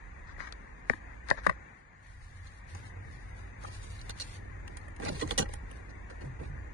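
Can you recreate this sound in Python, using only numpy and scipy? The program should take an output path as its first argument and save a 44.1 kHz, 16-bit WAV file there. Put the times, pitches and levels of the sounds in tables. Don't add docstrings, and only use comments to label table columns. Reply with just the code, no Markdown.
import sys
import numpy as np
from scipy import signal
from scipy.fft import rfft, irfft, next_fast_len
from scipy.io import wavfile
from scipy.ndimage import uniform_filter1d, map_coordinates

SR = 44100
rng = np.random.default_rng(int(sys.argv[2]) if len(sys.argv) > 2 else 0)


def volts_from_decibels(level):
    exponent = np.asarray(level, float) / 20
    return 10 ** exponent


def digitize_waveform(pressure):
    field = np.atleast_2d(pressure).T
    bounded = np.clip(field, -1, 1)
    quanta = np.round(bounded * 32767).astype(np.int16)
    wavfile.write(sys.argv[1], SR, quanta)


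N = 297145
BURST = 8192

# time in seconds, rumble level in dB.
TRAFFIC = [(0, -54), (.3, -50), (.55, -58), (1.55, -52), (1.72, -71), (2.05, -65), (2.14, -56), (3.1, -59),
           (3.3, -51), (3.55, -58), (3.75, -50), (4.5, -53), (5.5, -47.5), (5.8, -56), (6.0, -50),
           (6.74, -49)]
# time in seconds, drone level in dB.
IDLER = [(0, -68), (1.3, -59), (1.65, -67), (2.08, -62), (2.22, -51), (2.5, -54), (2.63, -63), (2.74, -45),
         (2.93, -53), (3.15, -46), (3.4, -54), (3.7, -49.5), (5.03, -52), (5.2, -47), (5.7, -54),
         (6.22, -58), (6.5, -42), (6.74, -55)]
# frequency in Hz, width in Hz, level in dB.
BOOM_MODES = [(52.2, 24.5, -12), (35.2, 6.7, -33)]
# frequency in Hz, width in Hz, level in dB.
DRONE_MODES = [(91.1, 9.4, 2.5), (126, 45, -13.5)]
# frequency in Hz, density in dB per Hz.
AIR_SPECTRUM = [(120, -6), (145, -7), (373, -21), (565, -18.5), (658, -21.5), (723, -16.5), (942, -12.5),
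                (1320, -17), (1790, -12), (2400, -20), (3040, -32), (3670, -34.5), (5260, -46.5),
                (7120, -39.5), (11000, -51)]
# frequency in Hz, left-right difference in dB.
AIR_BALANCE = [(60, 6), (110, 5.5), (190, -1.0), (350, -2.5), (620, -4.5), (1110, 3.5), (1990, 13),
               (3560, -0.5), (6370, 19), (11400, -17)]
# frequency in Hz, likeness from 0 to 1, left lead in radians.
PORTS = [(50, 0.91, .1), (170, 0.94, .2), (346, 0.4, 0.9), (527, 0.2, 1.7), (792, 0.3, 1.74),
         (1030, 0.7, 4.73), (1500, 0.5, 3.86), (1850, .6, 0.54), (2380, 0, 1.1), (9500, 0.21, 2.8)]

# start in seconds, peak in dB, pitch in Hz, T60 in seconds.
THUMPS = [
    (6.248, -35.5, 146, 0.34),
    (6.398, -44.5, 158, 0.25),
    (6.49, -40.5, 155, 0.27),
]

# start in seconds, length in seconds, level in dB.
RUSTLES = [(.39, .09, -72), (.903, .012, -62), (1.302, .015, -61), (1.445, .055, -65), (3.99, .09, -64),
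           (4.187, .012, -56), (2.03, .56, -70.5), (2.7, .16, -62.5), (3.03, .45, -71.5),
           (3.62, .25, -60.5), (3.91, .05, -57.5), (4.22, .14, -57.5), (4.71, .15, -75), (5.04, .09, -57),
           (5.16, .07, -54.5), (5.29, .03, -55), (5.5, .045, -66), (5.7, .07, -71), (6.22, .04, -71),
           (6.42, .05, -72)]
# frequency in Hz, density in dB per Hz.
RUSTLE_SPECTRUM = [(1180, -51), (2000, -2), (2920, -1), (3390, -2.5), (5890, -7), (7650, -8), (8300, -7),
                   (9780, -9.5), (10500, -22), (11900, -44)]
# frequency in Hz, left-right difference in dB.
RUSTLE_BALANCE = [(2000, 0.5), (6500, 2.5), (8000, 0), (9500, -8)]
# start in seconds, length in seconds, level in dB.
SCUFFS = [
    (4.69, .01, -50),
    (5.0, .12, -41),
    (5.228, .01, -37),
    (5.312, .01, -41),
    (5.39, .025, -31),
    (6.21, .05, -49),
    (6.4, .04, -47),
]
# frequency in Hz, density in dB per Hz.
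SCUFF_SPECTRUM = [(120, 2), (250, 3), (500, 0), (1000, -11.5), (2000, -32.5)]
# time in seconds, level in dB.
GRIP = [(0, -65), (.35, -60), (1.62, -60), (1.85, -76), (2.2, -75), (2.55, -71), (2.75, -60), (5.45, -55),
        (6.74, -54.5)]
RUSTLE_FLOOR_DB, RUSTLE_RISE_DB_PER_S, RUSTLE_FALL_DB_PER_S = -82, 450, 300

# start in seconds, length in seconds, level in dB.
SLIDES = [
    (.28, .035, -51),
    (.4, .07, -45),
    (.905, .02, -47),
    (1.29, .012, -44),
    (1.32, .04, -54),
    (1.375, .02, -48),
    (1.445, .01, -48),
    (1.495, .03, -55),
]
# start in seconds, peak in dB, tick and thud in dB re the peak,
# pitch of the air pocket in Hz.
KNOCKS = [(.382, -49, -18, -2, 1850), (.4033, -32, -27, -13, 1900), (.524, -50.5, 14, -4, 1400),
          (.8972, -16, -19, -13, 1960), (.9345, -32, -26, -6, 1760), (1.2867, -48, 9, -11, 1800),
          (1.2905, -37, -27, -12, 1720), (1.298, -34, -23, -7, 1720), (1.3025, -31.5, 6.5, -6, 1900),
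          (1.3112, -16, -17, -7, 1790), (1.324, -44, -3, -4, 1760), (1.376, -40, -20, -8, 1660),
          (1.385, -38, -20, -9, 1640), (1.4642, -23, -24, -6.5, 1500), (1.466, -25, -10.5, -11, 1190),
          (1.468, -21, -12, -11, 1800), (1.4698, -27, -25, -9, 2120), (1.4936, -25, -20, -13, 1120),
          (1.496, -18.5, -18, -13, 1850), (1.511, -40, -25, -5, 2040), (3.649, -42, -24, -12, 1230)]
# frequency in Hz, width in Hz, level in dB.
PORT_MODES = [(1850, 444, 1.5), (1020, 270, -4)]
# frequency in Hz, width in Hz, level in dB.
THUD_MODES = [(190, 110, -17), (580, 177, 5), (95, 46, -2.5), (894, 240, -1)]

# start in seconds, peak in dB,
# frequency in Hz, length in seconds, left-right difference in dB.
CASE_RINGS = [(.363, -46, 1900, .004, 15), (.39, -50, 1450, .005, 15), (.435, -51, 1050, .008, 16),
              (.448, -50, 1850, .006, 16), (.468, -49, 1850, .008, 17), (.8995, -29, 430, .004, 7),
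              (.935, -44, 1050, .004, 17), (1.446, -45, 1550, .004, 16), (1.465, -26, 580, .005, 11),
              (1.499, -41, 620, .009, 10), (1.523, -49, 1900, .005, 15), (1.328, -43, 620, .004, 10),
              (1.343, -46, 600, .003, 10), (3.643, -40, 1220, .009, 5), (3.643, -44, 820, .008, -8),
              (3.678, -54, 900, .018, 0)]
# start in seconds, peak in dB, frequency in Hz, length in seconds, left-right difference in dB.
KEY_AND_GRIP_RINGS = [(3.992, -45, 4100, .0015, 0), (4.007, -56, 11300, .001, 0), (4.095, -41, 11300, .0015, 0),
                      (4.096, -48, 2030, .005, 0), (4.098, -47, 1450, .006, 3), (4.199, -32, 4300, .001, -3),
                      (5.054, -43, 1600, .007, -6), (5.056, -41, 620, .007, -6), (5.083, -38, 2020, .005, 0),
                      (5.085, -37, 1410, .007, 0), (5.094, -39, 813, .008, -2), (5.088, -39, 250, .012, -4),
                      (5.119, -38, 160, .012, 0), (5.211, -34, 1940, .004, 0), (5.221, -39, 1940, .004, -10),
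                      (5.221, -41, 900, .01, 0), (5.219, -32, 458, .01, -8), (5.229, -33, 285, .009, -12),
                      (5.241, -34, 285, .008, -5), (5.291, -47, 1950, .005, 5), (5.291, -44, 450, .006, -2),
                      (5.308, -38, 1080, .006, -13), (5.309, -25, 3350, .002, -9), (5.311, -39, 474, .014, -10),
                      (5.322, -52, 1300, .012, 0), (5.381, -32, 1920, .009, 0), (5.38, -33, 550, .006, 3),
                      (5.384, -35, 780, .016, -10), (5.383, -30, 2980, .011, -8), (5.386, -35, 3610, .008, 0),
                      (5.394, -30, 490, .007, -5), (5.396, -30.5, 190, .011, -4), (5.415, -47, 1520, .014, 2),
                      (5.455, -48, 1900, .006, 0), (5.377, -38, 11500, .002, 0), (6.233, -50, 330, .012, -14),
                      (6.403, -48, 450, .012, -15), (6.105, -52, 500, .012, -10),
                      (.902, -37, 240, .01, 5), (.938, -46, 300, .008, 5), (1.474, -38, 180, .016, 3),
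              (3.69, -52, 1000, .012, 0), (3.748, -47, 2400, .0015, 3), (4.216, -40, 4300, .001, -3),
              (4.999, -45, 600, .01, -5), (5.022, -45, 1080, .009, -5), (5.032, -42, 450, .009, -5),
              (5.125, -45, 500, .008, -5), (5.14, -38, 140, .014, 0), (5.17, -45, 400, .012, -5),
              (5.211, -40, 1050, .006, -8), (5.226, -36, 1050, .012, -8), (5.255, -36, 130, .01, 0),
              (5.396, -31, 145, .014, -3), (5.4, -39, 2890, .025, -3), (5.418, -42, 845, .014, -6),
              (5.425, -40, 500, .012, -6), (.5247, -42, 3300, .0006, 3), (1.304, -40, 1380, .003, 18),
              (1.3145, -29, 580, .004, 10), (1.494, -45, 8600, .003, 5), (1.465, -42, 9000, .004, 5),
              (4.007, -50, 3000, .001, 0), (4.2, -38, 4300, .011, -3), (4.198, -44, 6000, .008, 0),
              (5.086, -44, 2900, .01, 6), (5.096, -37, 600, .007, -8), (5.212, -41, 3400, .014, -6),
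              (5.425, -35, 200, .006, 5), (5.293, -47, 3300, .003, 0)]
# start in seconds, peak in dB,
# frequency in Hz, length in seconds.
SHAKES = [
    (1.307, -30, 340, .005),
    (1.466, -26, 340, .005),
    (1.482, -31, 200, .008),
    (5.085, -38, 1720, .004),
    (5.375, -32, 800, .005),
    (5.381, -30, 1610, .006),
    (5.381, -38, 2640, .004),
    (5.384, -28, 11030, .011),
]

# start in seconds, peak in dB, lock body in dB re the peak,
# brightest pitch in Hz, left-right difference in dB.
KEYS = [(2.7485, -43, 1, 6100, 5), (3.6345, -44.5, 3, 5640, 2), (3.747, -43.5, -5, 5600, 4),
        (3.995, -49, -7, 4080, -1.5), (4.0127, -42, -12, 5030, 0), (4.094, -29, -6, 3600, 0),
        (4.184, -50, -4, 3830, 7), (4.199, -32, -8.5, 4330, -3), (4.447, -57, -17, 3240, -7),
        (4.6766, -38, -5, 2930, 2), (4.7692, -36.5, -4.5, 7850, -3), (4.813, -52.5, -9, 4720, -3),
        (4.8813, -51.5, 6.5, 8900, -7), (4.9621, -50, -16, 2960, -12), (4.998, -49, 10, 8240, -5),
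        (5.0484, -32, -8, 4230, 1), (5.212, -35, -10, 3390, -13), (5.274, -39.5, 1, 6410, -5),
        (5.3075, -24, -6, 3320, -1), (5.4895, -46.5, 7, 5030, -2), (5.457, -54, 14, 3320, -2),
        (5.5358, -34.5, -2.5, 9180, -4), (5.7125, -44, -6, 9300, -5.5)]
# start in seconds, peak in dB, lock body in dB re the peak,
# brightest pitch in Hz, length in seconds.
RATTLES = [(2.466, -49, -7, 3940, .01), (3.668, -47, 1.5, 2950, .015), (3.8294, -47, -7, 7860, .012),
           (4.1024, -37, -24, 4250, .0062), (4.1984, -33, -19, 4330, .012), (4.2146, -31, -17, 4380, .0074),
           (5.0207, -46, 10, 3250, .015), (5.0544, -36, 5.5, 4150, .018), (5.0819, -31, -3, 4270, .0082),
           (5.1467, -43, 1, 4410, .021), (5.1944, -40, -2, 3660, .014), (5.2197, -35, -2, 3300, .0072),
           (5.311, -33.5, -3, 3550, .01), (5.3775, -19, -12, 3050, .0093), (5.386, -21, -9, 6380, .0062),
           (5.3994, -26, -6.5, 6490, .01), (5.4194, -33, -3, 3200, .0077), (5.892, -55.5, -1, 4800, .018),
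           (6.098, -52, 7.5, 4240, .015), (6.208, -54, 7.5, 4940, .012), (6.3933, -62, 15.5, 3340, .01),
           (6.433, -57.5, 11, 3650, .024)]
# frequency in Hz, width in Hz, level in dB.
KEY_MODES = [(2843, 55, 6), (3250, 42, 0.5), (3580, 91, -4), (4147, 70, 4.5), (4323, 44, 0), (4560, 72, -2),
             (5043, 106, -7), (5640, 150, 1), (6405, 90, -4.5), (6630, 86, -4.5), (8240, 150, -10),
             (8800, 100, -12.5), (9390, 93, 1), (11500, 200, -7)]
# frequency in Hz, width in Hz, level in dB.
LOCK_MODES = [(202, 130, -1.5), (269, 29, -1.5), (455, 57, 1), (586, 58, 1.5), (810, 64, 3),
              (1134, 77, 1.5), (1400, 87, -2.5), (1600, 62, -3.5), (1900, 143, 1), (2440, 320, -4.5),
              (2777, 220, -11)]
# frequency in Hz, width in Hz, level in dB.
NOTCHES = [(3075, 470, -3), (5330, 120, -7), (7680, 200, -16)]


def in_time(rows):
    seconds, level = np.transpose(rows)
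    return np.interp(np.arange(N) / SR, seconds, level)


def at_hz(points, hz, column=1):
    points = np.array(points)
    return np.interp(np.log(hz + 1), np.log(points[:, 0]), points[:, column])


def bins(size):
    return np.arange(size // 2 + 1) * SR / size


def rms_one(x):
    return x / np.sqrt(np.mean(x ** 2) + 1e-20)


def per_blow(values):
    return values[:, None, None]


def resonances(modes, hz, scatter_db=0):
    centre, width, level_db = np.transpose(modes)
    damping = 1j * hz * width[:, None]
    each = damping / (centre[:, None] ** 2 - hz ** 2 + damping)
    return (volts_from_decibels(level_db + scatter_db) * (-1) ** np.arange(len(centre))) @ each


def drift(rate):
    steps = rng.standard_normal(2000)
    return map_coordinates(steps, [np.arange(N) * rate / SR + 5], order=3)


def grains(shape, per_s, spread_db):
    born = rng.random(shape) < per_s / SR
    size_db = spread_db * np.minimum(rng.exponential(1, shape), 4)
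    return born * volts_from_decibels(size_db) * rng.choice([-1, 1], shape)


def strokes(rows, rise_db_per_s, fall_db_per_s):
    t = np.arange(0, N, 32) / SR
    start, length, db = np.transpose(rows)[:, :, None]
    db = db - rise_db_per_s * np.maximum(start - t, 0)
    db = db - fall_db_per_s * np.maximum(t - start - length, 0)
    gain = np.sqrt(np.sum(volts_from_decibels(np.maximum(db, -200)) ** 2, axis=0))
    return np.interp(np.arange(N) / SR, t, gain)


def at_ports(first, other, response, balance_db):
    size = next_fast_len(N)
    hz = bins(size)
    alike = np.clip(at_hz(PORTS, hz), 0, 1)
    left = rfft(first, size)
    shared = alike * left * np.exp(-1j * at_hz(PORTS, hz, column=2))
    right = shared + np.sqrt(1 - alike ** 2) * rfft(other, size)
    gains = response * volts_from_decibels(balance_db * [[.5], [-.5]])
    return rms_one(irfft(gains * [left, right], size)[:, :N])


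def strike(contacts, response):
    fade = np.minimum(np.linspace(4, 0, BURST), 1) ** 4
    rows = irfft(rfft(contacts) * response) * fade
    return rows / np.abs(rows).max(axis=-1, keepdims=True)


def chatter(length_s, per_s, spread_db, tail, own, lag_s):
    t = np.arange(BURST) / SR
    length = per_blow(np.clip(length_s, .0003, .06))
    hits = grains((len(length), 2, BURST), per_s, spread_db)
    hits[:, 0, 0] = 2.7
    hits[:, 1] = own * hits[:, 1] + hits[:, 0]
    hits = hits * np.exp(-np.maximum(t - length, 0) / (tail * length + 0.0012))
    hits[:, 0] = np.roll(hits[:, 0], round(lag_s * SR), axis=-1)
    return hits


def jolts(hits, pitch=1):
    return strike(hits[:, :1], resonances([(100, 70, 0)], bins(BURST) / pitch) ** 2) * [[1], [-1]]


def place(times, rows, pan_db):
    out = np.zeros((2, N + BURST))
    for s, row, db in zip(times, rows, pan_db):
        start = round(s * SR)
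        out[:, start:start + BURST] += row * volts_from_decibels(np.array([[db], [-db]]) / 2)
    return out[:, :N]


def cab_noise():
    air_db, air_follows, lull_db = -55.5, .55, -65
    air_db = air_db + air_follows * np.minimum(in_time(GRIP) - lull_db, 0)
    air_db = air_db + 3 + 0.51 * drift(9)
    hz = bins(next_fast_len(N))
    white = rng.standard_normal((3, 2, N))
    boom_response = resonances(BOOM_MODES, hz) / (1 + (hz / 80) ** 4)
    drone_response = resonances(DRONE_MODES, hz) / (1 + (hz / 170) ** 4)
    air_response = volts_from_decibels(at_hz(AIR_SPECTRUM, hz)) / (1 + (110 / (hz + 1)) ** 6)
    boom = at_ports(*white[0], boom_response, -1.5 + 0 * hz)
    drone = at_ports(*white[1], drone_response, 0.5 + 0 * hz)
    air = at_ports(*white[2], air_response, at_hz(AIR_BALANCE, hz))
    return volts_from_decibels(in_time(TRAFFIC) + 5.5) * boom + volts_from_decibels(in_time(IDLER) + 2) * drone + volts_from_decibels(air_db) * air


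def cab_echo(x):
    t60_s = 0.089
    t = np.arange(SR // 5) / SR
    tail = rng.standard_normal((2, len(t))) * volts_from_decibels(-60 * t / t60_s) * (t > .002)
    tail = tail / np.sqrt(np.sum(tail ** 2, axis=1, keepdims=True))
    return signal.fftconvolve(x, tail, axes=1)[:, :N]


def thumps():
    t = np.arange(BURST) / SR
    s, peak_db, hz, t60 = np.transpose(THUMPS)[:, :, None]
    swell = 1 - np.exp(-t / 0.023)
    ring = np.sin(2 * np.pi * hz * (t - 1.13 * t ** 2)) * swell * volts_from_decibels(peak_db + 7 - 60 * t / t60)
    ring = ring * np.cos(np.pi / 2 * t / t[-1])
    return place(s[:, 0], ring[:, None], 0 * s[:, 0])


def rubbing():
    rustle_level = strokes(RUSTLES, RUSTLE_RISE_DB_PER_S, RUSTLE_FALL_DB_PER_S)
    rustle_level = np.hypot(rustle_level, volts_from_decibels(RUSTLE_FLOOR_DB))
    scuff_level = strokes(SCUFFS, rise_db_per_s=1400, fall_db_per_s=400)
    scuff_level = np.hypot(scuff_level, volts_from_decibels(in_time(GRIP)))
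    size = next_fast_len(N)
    hz = bins(size)
    clumps_db = 2.5 * drift(30)
    bright = volts_from_decibels(at_hz(RUSTLE_SPECTRUM, hz)) / (1 + (1700 / (hz + 1)) ** 4)
    rustle = at_ports(*grains((2, N), 3500., 2.4), bright, at_hz(RUSTLE_BALANCE, hz))
    dull = volts_from_decibels(at_hz(SCUFF_SPECTRUM, hz)) / (1 + (110 / (hz + 1)) ** 6)
    near, own = rfft(grains((2, N), 900., 2.7), size) * dull
    late = near * np.exp(-2j * np.pi * hz * 0.000826)
    scuff = rms_one(irfft([0.51 * late + 0.51 * own, near], size)[:, :N])
    return rustle_level * volts_from_decibels(4.5 + clumps_db) * rustle + scuff_level * volts_from_decibels(1.12 * drift(20)) * scuff


def sheen():
    band = signal.butter(8, [9700, 11500], "band", fs=SR, output="sos")
    level = strokes(RUSTLES, RUSTLE_RISE_DB_PER_S, RUSTLE_FALL_DB_PER_S)
    noise = rms_one(signal.sosfilt(band, rng.standard_normal(N)))
    return volts_from_decibels(-12) * level * noise * np.array([[1], [-1]])


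def slides():
    size = next_fast_len(N)
    hz = bins(size)
    level = strokes(SLIDES, rise_db_per_s=1000, fall_db_per_s=500)
    pocket = resonances(PORT_MODES, hz) / (1 + (hz / 2700) ** 4)
    skin = resonances([(3780, 2800, 2.5), (6970, 3000, -18.5)], hz) / (1 + (hz / 8000) ** 10)
    colour = pocket + volts_from_decibels(-21.5) * skin
    creep = irfft(rfft(grains((2, N), 2500., 3.7), size) * colour)[:, :N]
    return level * volts_from_decibels(2.5 * drift(60)) * rms_one(creep) * volts_from_decibels(np.array([[3.], [-9.]]))


def knocks():
    s, peak_db, tick_db, thud_db, pocket_hz = np.transpose(KNOCKS)
    length_s = .001 + .00001 * (-15 - peak_db)
    hz = bins(BURST)
    hits = chatter(length_s, 1200., 1.5, tail=0.27, own=1.0, lag_s=.0004)
    pocket = [resonances(PORT_MODES, hz * PORT_MODES[0][0] / f) ** 2 for f in pocket_hz]
    pop = strike(hits, np.array(pocket)[:, None])
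    tick_response = resonances([(3970, 1200, 21), (6540, 2200, -7.5), (8500, 1400, 2.5)], hz)
    tick_response = tick_response * 1j * hz / (1j * hz + 2500) / (1 + (hz / 9700) ** 16)
    tick = strike(hits, tick_response)
    delay = np.exp(-2j * np.pi * hz * .0015)
    thud = strike(hits, resonances(THUD_MODES, hz) / (1 + 1j * hz / 700) * delay)
    thud = thud * [[1], [-2.5]]
    rows = pop + per_blow(volts_from_decibels(tick_db)) * tick + per_blow(volts_from_decibels(thud_db)) * thud
    rows = per_blow(volts_from_decibels(peak_db)) * rows
    jolt = per_blow(volts_from_decibels(peak_db - 9)) * jolts(hits, pitch=1.15)
    return place(s, 1.34 * rows, 17 + 0 * s) + place(s, jolt, 0 * s)


def rings():
    rise, tail, flutter_db, lag_s = .3, .35, 2.5, .00051
    rows = CASE_RINGS + KEY_AND_GRIP_RINGS + [(*row, 0) for row in SHAKES]
    s, peak_db, hz, length, pan_db = np.transpose(rows)[:, :, None, None]
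    shaken = per_blow(np.arange(len(s)) >= len(s) - len(SHAKES))
    t = np.arange(BURST // 4) / SR - np.array([[lag_s], [0]]) * ~shaken
    swell = np.clip(t / (rise * length), 0, 1)
    decay = np.exp(-(np.maximum(t - length, 0) / (tail * length + 1 / hz)) ** 2)
    turn, beat = 2 * np.pi * np.transpose(rng.random((len(s), 2)))[:, :, None, None]
    flutter = flutter_db * np.sin(2 * np.pi * t / (.6 * length) + beat)
    tone = np.sin(2 * np.pi * hz * t + turn) * np.where(shaken, [[1], [-1]], 1)
    blows = volts_from_decibels(peak_db + flutter) * swell * decay * tone
    blows = np.pad(blows, ((0, 0), (0, 0), (0, BURST - BURST // 4)))
    return place(s.ravel(), blows, pan_db.ravel())


def keys():
    tick_s = .003
    rows = [(*row, tick_s, pan) for *row, pan in KEYS] + [(*row, -1.5) for row in RATTLES]
    s, peak_db, lock_db, bright_hz, length_s, pan_db = np.transpose(rows)
    hz = bins(BURST)
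    hits = chatter(length_s, 7000., 3.56, tail=0.36, own=0.67, lag_s=.0006)
    scatter_db = rng.normal(0, 1, (len(s), 2, len(KEY_MODES))) * 4.1
    octaves = np.log2((hz + 1) / per_blow(bright_hz))
    emphasis = volts_from_decibels(-4.5) + np.exp(-(octaves / 0.26) ** 2)
    excess_s = per_blow(np.maximum(length_s - tick_s, 0))
    emphasis = emphasis / (1 + excess_s / 0.0037 * (hz / 10650) ** 16)
    crack = volts_from_decibels(-6.5) * (1j * hz / (1j * hz + 2500)) ** 2
    damped_modes = np.multiply(KEY_MODES, [1, 2.6, 1])
    metal = strike(hits, (resonances(damped_modes, hz, scatter_db) + crack) * emphasis)
    scatter_db = rng.normal(0, 1, (len(s), 2, len(LOCK_MODES))) * 4.8
    lock = strike(hits, resonances(LOCK_MODES, hz, scatter_db) / (1 + 1j * hz / 3200))
    body = per_blow(volts_from_decibels(lock_db)) * (lock + volts_from_decibels(-12) * jolts(hits))
    return place(s, 1.385 * per_blow(volts_from_decibels(peak_db)) * (metal + body), pan_db)


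def scene():
    metal, grip = keys(), knocks()
    echo = cab_echo(volts_from_decibels(-11) * metal + volts_from_decibels(-17) * grip)
    return metal + grip + echo + slides() + thumps() + rubbing() + cab_noise() + rings()


def patchy_bands(x, margin_db, faint_db):
    frame, faint_hz = 1024, 9000
    hz, _, frames = signal.stft([x[0] + x[1], x[0] - x[1]], SR, nperseg=frame)
    band = np.floor(12 * np.log2(np.maximum(hz, 600) / 600)).astype(int)
    member = band == np.arange(band.max() + 1)[:, None]
    power = member / member.sum(axis=1, keepdims=True) @ np.abs(frames) ** 2
    power = uniform_filter1d(power, size=3)
    level_db = 10 * np.log10(power + 1e-20)
    level_db[:, 0] = level_db[:, 1]
    wander = uniform_filter1d(rng.standard_normal(power.shape), size=6)
    margin_db = margin_db + 6.5 * wander
    above_db = (level_db - uniform_filter1d(level_db, size=5, axis=1) + margin_db)[:, band]
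    above_db = above_db + 3.4 * np.clip(1 - hz / 2800, .0, 1)[:, None] ** 2 + 30 * (band == 0)[:, None]
    above_faint_db = level_db[:, band] - faint_db - 5.5 * (hz[:, None] - faint_hz) / 1000
    above_db = np.where(hz[:, None] > faint_hz, above_faint_db, above_db)
    treble = frames[:, (hz > 2500) & (hz < faint_hz)]
    treble_db = 10 * np.log10(np.sum(np.abs(treble) ** 2, axis=(0, 1)) + 1e-20)
    jump_db = np.maximum(np.roll(treble_db, -1), treble_db) - np.roll(treble_db, shift=2)
    above_db = above_db + 1.4 * np.maximum(jump_db - 6.5, 0)
    kept = frames * (1 + np.tanh(2 * above_db)) / 2
    mid, side = signal.istft(kept, SR, nperseg=frame)[1][:, :N]
    return np.array([mid + side, mid - side]) / 2


def band_limit(x):
    return signal.sosfilt(signal.butter(12, 12020, fs=SR, output="sos"), x)


def record(dry):
    size = next_fast_len(N)
    hz = bins(size)
    response_db = sum(db * np.exp(-((hz - centre) / width) ** 2) for centre, width, db in NOTCHES)
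    response_db = response_db - 10 / (1 + (10650 / (hz + 1)) ** 24)
    top_cut = 1 / (1 + (hz / 12100) ** 80)
    heard = irfft(rfft(dry, size) * volts_from_decibels(response_db) * top_cut, size)[:, :N]
    mix = patchy_bands(heard, margin_db=1.5, faint_db=-101) + sheen()
    return band_limit(mix)


dry = scene()
out = record(dry)
digitize_waveform(out)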